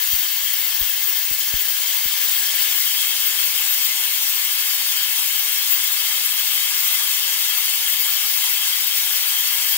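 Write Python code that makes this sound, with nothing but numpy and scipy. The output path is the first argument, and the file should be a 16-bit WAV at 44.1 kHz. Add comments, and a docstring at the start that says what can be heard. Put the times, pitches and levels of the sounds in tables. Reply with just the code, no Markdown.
"""In a workshop, compressed air blows from a cutting torch onto a metal plate over a water-filled slat table.
Noise in two channels makes the blast: its top octave flutters with the jet, its middle ripples with splashing
water, and the cavities under the plate add fuzzy peaks and notches. A hand-held two-port microphone turns towards
the torch, mostly after two seconds. A few spray drops thump on the left port, and early echoes ripple the hiss."""
import sys
import numpy as np
from scipy import signal
from scipy.fft import rfft, irfft
from scipy.io import wavfile
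from scipy.ndimage import uniform_filter1d

SR = 44100
rng = np.random.default_rng(int(sys.argv[2]) if len(sys.argv) > 2 else 0)


def put_to_file(sound):
    """Save the sound as 16-bit audio at rate SR, in the file named by the first command-line argument."""
    columns = np.atleast_2d(sound).T  # one column per channel
    safe = np.clip(columns, -1, 1)
    whole_steps = np.round(safe * 32767)
    wavfile.write(sys.argv[1], SR, whole_steps.astype(np.int16))


N = 430857


def gain_of(db):
    """Turns decibels into a gain."""
    return 10 ** (np.asarray(db) / 20)


def evened(x):
    """Shifts and scales a signal to mean 0 and rms 1."""
    return (x - x.mean()) / x.std()


def read(points, hz):
    """Joins the points of a curve by straight lines on a log-frequency axis."""
    point_hz, value = np.transpose(points)
    curve = np.interp(np.log(hz + 1), np.log(point_hz + 1), value)
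    return curve[:, None]


def patches(shape, wide, long):
    """Random field of rms 1, smoothed over neighbouring frequency bins (wide) and time frames (long)."""
    field = rng.standard_normal(shape)
    field = uniform_filter1d(field, max(round(wide), 1), 0)
    field = uniform_filter1d(field, max(round(long), 1), 1)
    return evened(field)


def echoes(x, echo_db=-19., t60=.15):
    """Gantry and walls comb the hiss into ripples: each port gets its own sparse early echoes plus a shared set."""
    t = np.arange(3000) / SR
    shape = (3, len(t))
    fade = gain_of(-60 * t / t60)  # falls 60 dB in t60 seconds
    struck = rng.random(shape) < .03  # reflections are sparse
    taps = rng.standard_normal(shape) * struck * fade * (t > .005)
    taps = taps[:2] + taps[2]  # each port's own echoes plus the shared ones
    taps *= gain_of(echo_db) / np.linalg.norm(taps, axis=1, keepdims=True)
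    taps = uniform_filter1d(taps, size=3, axis=1) * np.sqrt(3)  # echoes lose their treble
    taps[:, 0] = 1  # the direct sound
    return signal.oaconvolve(x, taps, axes=1)[:, :N]


def pulse(age, time):
    """One-sided pressure bump that peaks at 1 after the given time in seconds."""
    return age / time * np.exp(1 - age / time)


def drops():
    """A drop squeezes the air in the port, a longer, softer bump; most drops also tick, two do not."""
    # Drops that hit the left port. Each row: start in seconds, tick peak in dB (-60 means no tick),
    # squeeze peak in dB, direction (+1 push, -1 pull), time to the squeeze peak in seconds.
    drop_hits = [(.1356, -23.5, -24.4, -1, .003), (.4290, -60, -33.5, 1, .0038),
                 (.8126, -30.1, -19.1, -1, .004), (1.3135, -26., -30., -1, .0021),
                 (1.54, -20.7, -17.3, 1, .0032), (1.581, -60, -41, -1, .005),
                 (2.0587, -24.5, -27.5, -1, .0025)]
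    t = np.arange(N) / SR
    out = np.zeros(N)
    for start, tick_db, squeeze_db, sign, squeeze_s in drop_hits:
        age = np.maximum(t - start, 0)
        tick = gain_of(tick_db) * pulse(age, .00033)
        squeeze = gain_of(squeeze_db) * pulse(age, squeeze_s)
        out += sign * (tick + squeeze)
    return out


def jet(t):
    """Level of the nozzle hiss in dB: bell-shaped surges and sags over a random flutter that calms around them."""
    # The strongest surges and sags. Each row: middle in seconds, height in dB before the mean level is
    # removed (plus for a surge, minus for a sag), length in seconds at half height.
    surge_rows = [(0.13, 5, .06), (0.81, 4, .03), (1.09, 4, 0.045), (1.606, 4, .025), (1.886, 3, .035),
                  (2.238, 3, .06), (2.36, 4.5, .07), (2.629, 4, .05), (2.774, 5, 0.056), (3.273, 5, .03),
                  (3.328, -4, 0.045), (3.447, 4, .06), (3.722, 4, 0.055), (3.851, 4, .05),
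                  (3.957, -4, 0.055), (4.83, -3.5, .04), (5.32, -1, .04), (5.717, 4.5, .055),
                  (6.72, -3.5, 0.046), (7.36, -2, 0.046), (7.8, -3, .04), (7.927, 3, .055),
                  (8.012, 3.5, .045), (8.64, -3, .05), (9.708, 4, 0.032)]
    flutter_depth_db = 1.4  # rms away from the surges
    shortest_s, longest_s = .02, .17  # rough range of the flutter's swings
    middle_s, height_db, length_s = np.transpose(surge_rows)[:, :, None]
    bells = np.exp(-4 * np.log(2) * ((t - middle_s) / length_s) ** 2)

    # keep only the flutter rates between the slow and fast limits
    rate_hz = np.fft.rfftfreq(len(t), t[1])
    chance = rfft(rng.standard_normal(len(t)))
    band = np.exp(-(rate_hz * shortest_s) ** 2) - np.exp(-(rate_hz * longest_s) ** 2)
    flutter_db = flutter_depth_db * evened(irfft(chance * band, len(t)))

    calm = 1 - bells.max(0)
    level_db = (height_db * bells).sum(0) + calm * flutter_db
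    return level_db - level_db.mean()


def cavities(f):
    """Air between plate, slats and water resonates, lifting or dimming bands; returns dB for both ports."""
    # Peaks and notches. Each row: centre in Hz, width in Hz, left change in dB, right change in dB.
    cavity_rows = [(132, 150, -3, 0.5), (322, 66, -8, -1), (835, 31, -8.5, -10), (900, 42, 7, 0),
                   (1000, 40, 0, 5), (1064, 77, -6.5, -1.5), (1203, 29, 7, -1), (1296, 77, -1, -7.5),
                   (1440, 67, 2, 1), (1554, 62, -3, -11), (1690, 185, 5.5, 3.), (1910, 95, -10, -4),
                   (2075, 305, 8, 0.5), (2630, 38, 6.5, -4), (3207, 204, 6.5, -1), (2400, 120, -4., -3.),
                   (3750, 170, 3.5, -2.5), (3875, 50, 0., 5.), (3930, 140, -5., 0.), (4590, 300, 2., 0.),
                   (5090, 180, -4., -2.), (5260, 130, -1, 6), (5640, 92, -7.5, 3), (7070, 100, 6.5, 4),
                   (8500, 190, 0.5, -0.5)]
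    total_db = 0
    for centre, width, left_db, right_db in cavity_rows:
        shape = 1 + (2 * (f - centre) / width) ** 2
        total_db = total_db + np.array([[[left_db]], [[right_db]]]) / shape
    return total_db


def blast():
    """Turbulent noise coloured per port; jet strength and splashing move the level of its bands."""
    # The hand moves the microphone. Each row: time in seconds, share turned towards the torch (0 to 1),
    # nearness in dB, which acts below the top octave.
    hand_moves = [(0., 0, .5), (1.3, 0.01, -.5), (1.9, 0.15, 0.5), (2.45, 0.24, 2), (2.66, 0.37, 2),
                  (2.76, 0.75, 0.5), (4.5, 0.8, 0), (6.9, 0.83, 0.5), (8.4, 0.86, .5), (9.77, 0.9, .5)]
    # Basic colour of the blast at each port, turned away and facing the torch.
    # Each row: frequency in Hz, level in dB per Hz before the cavities and level swings.
    left_away = [(40, -90), (310, -88), (700, -82.5), (840, -74.0), (1400, -74.5), (1620, -66.5),
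                 (2480, -66.5), (3060, -61.0), (4050, -64.5), (5820, -62.5), (6940, -72.0), (8030, -62.5),
                 (9190, -69.5), (11430, -69.5), (14660, -53.0), (15600, -49.0)]
    right_away = [(40, -96), (310, -93.5), (700, -80.5), (1430, -73.5), (1920, -71.0), (2480, -70.0),
                  (3190, -68.0), (3880, -67.5), (4580, -64.5), (5080, -70.0), (7010, -62.5), (7310, -68.5),
                  (7860, -82.0), (9190, -67.5), (10410, -66.0), (15600, -65.5)]
    left_facing = [(40, -90.5), (310, -86.5), (650, -81.5), (880, -72), (1390, -69.5), (3100, -57.5),
                   (4020, -60.5), (5420, -59.5), (7020, -66.5), (8400, -58.5), (9470, -65), (14120, -56.5),
                   (14690, -53), (15600, -53)]
    right_facing = [(40, -95.0), (200, -89.0), (310, -91.0), (810, -76.0), (1640, -69.0), (2160, -71.0),
                    (3100, -63.0), (4260, -66.0), (6880, -62.0), (8080, -72.0), (9470, -63.0),
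                    (10260, -66.0), (13840, -64.0), (15600, -67.0)]
    # Likeness of the two ports. Each row: frequency in Hz, share from 0 to 1 before the power curve below.
    alike_away = [(40, 0.1), (200, 1.0), (310, 0.9), (700, 1.0), (1640, 0.4), (1860, 0.64), (4540, 0.2),
                  (6390, 0.16), (7010, 0.4), (10300, 0.2), (12160, 0.3), (12940, 0.3), (15600, 0.4)]
    alike_facing = [(40, 0.36), (200, 0.93), (310, 0.63), (1700, 0.81), (1880, 0.45), (3100, 0.71),
                    (4020, 0.32), (4710, 0.66), (6880, 0.2), (15600, 0.39)]
    # How far the left port leads the right. Each row: frequency in Hz, phase in radians.
    lead_away = [(40, 0.), (400, .1), (700, 0.5), (1800, 1.23), (4000, 0.5), (6660, 2.1), (6940, 2.5),
                 (7010, 3.7), (7390, 8.5), (10190, 3.43), (11310, 5.7), (11910, 4.0), (12290, 3.2),
                 (15600, 1.3)]
    lead_facing = [(40, 0.), (400, .1), (900, .65), (1840, 2.), (2250, 1.2), (5750, 3.3), (6610, 4.1),
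                   (7920, 7.8), (9860, 7.8), (10680, 6.7), (12530, 7.5), (13300, 6.3), (15600, 6.2)]
    frame, hop = 1024, 256  # samples
    shadow = .58  # share of the hiss swings that reaches the shadowed right port

    white = rng.standard_normal((2, N)) * np.sqrt(SR / 2)  # 0 dB per Hz
    hz, t, (near, other) = signal.stft(white, SR, nperseg=frame, noverlap=frame - hop)
    f = hz[:, None]
    move_s, turn_share, nearness_db = np.transpose(hand_moves)
    turn = np.interp(t, move_s, turn_share).clip(0, 1)
    near_db = np.interp(t, move_s, nearness_db)

    def turned(away, facing):
        """Blends two curves as the microphone turns."""
        return (1 - turn) * read(away, hz) + turn * read(facing, hz)

    # where each movement of the level acts
    top = 1 / (1 + np.exp((12800 - f) / 600))  # the nozzle rules the top octave
    swell_band = np.exp(-((f - 3200) / 400) ** 2)  # the hiss swells at random around 3.2 kHz
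    middle = (1 - top) / (1 + np.exp((4200 - f) / 500))  # splashing water rules the middle

    hiss_db = jet(t)
    swell_db = 1.8 * patches(near.shape, wide=8, long=4)
    splash_db = 0.94 * patches(near.shape, wide=30.5, long=6)
    splash_db += 0.88 * patches(near.shape, wide=240, long=3)
    flicker_db = 1.5 * patches(near.shape, wide=30, long=3)
    drift_db = 1.2 * patches(near.shape, wide=8, long=9.7)
    shared_db = (1 - top) * near_db + swell_band * swell_db + middle * splash_db + drift_db

    left_db, right_db = cavities(f) + shared_db
    left_db += turned(left_away, left_facing) + top * (hiss_db + flicker_db)
    right_db += turned(right_away, right_facing)
    right_db += top * (shadow * hiss_db + 1.2 * flicker_db)  # shadowed, more room

    # the right port hears a phase-shifted part of the left noise and a part of its own
    alike = turned(alike_away, alike_facing).clip(0, 1) ** .8
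    late = (1 - turn) * np.exp(-1j * read(lead_away, hz)) + turn * np.exp(-1j * read(lead_facing, hz))
    late = late / (abs(late) + 1e-9)  # phase only
    right = alike * near * late + np.sqrt(1 - alike ** 2) * other
    ports = np.array([near * gain_of(left_db), right * gain_of(right_db)])
    return signal.istft(ports, SR, nperseg=frame, noverlap=frame - hop)[1][:, :N]


def scene():
    """The blast with its echoes at both ports, the drops at the left."""
    left_only = np.array([[1], [0]])
    return echoes(blast()) + drops() * left_only


def record(dry):
    """The capsule vent lets slow pressure swings out; then a steep filter takes away the highest treble."""
    edge_hz = 15735
    vent = signal.butter(3, 28.4, "high", fs=SR, output="sos")
    vented = signal.sosfilt(vent, dry)
    band_limit = signal.firwin(1023, edge_hz, window=("kaiser", 9), fs=SR)
    return signal.oaconvolve(vented, band_limit[None], "same")


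dry = scene()
out = record(dry)
put_to_file(out)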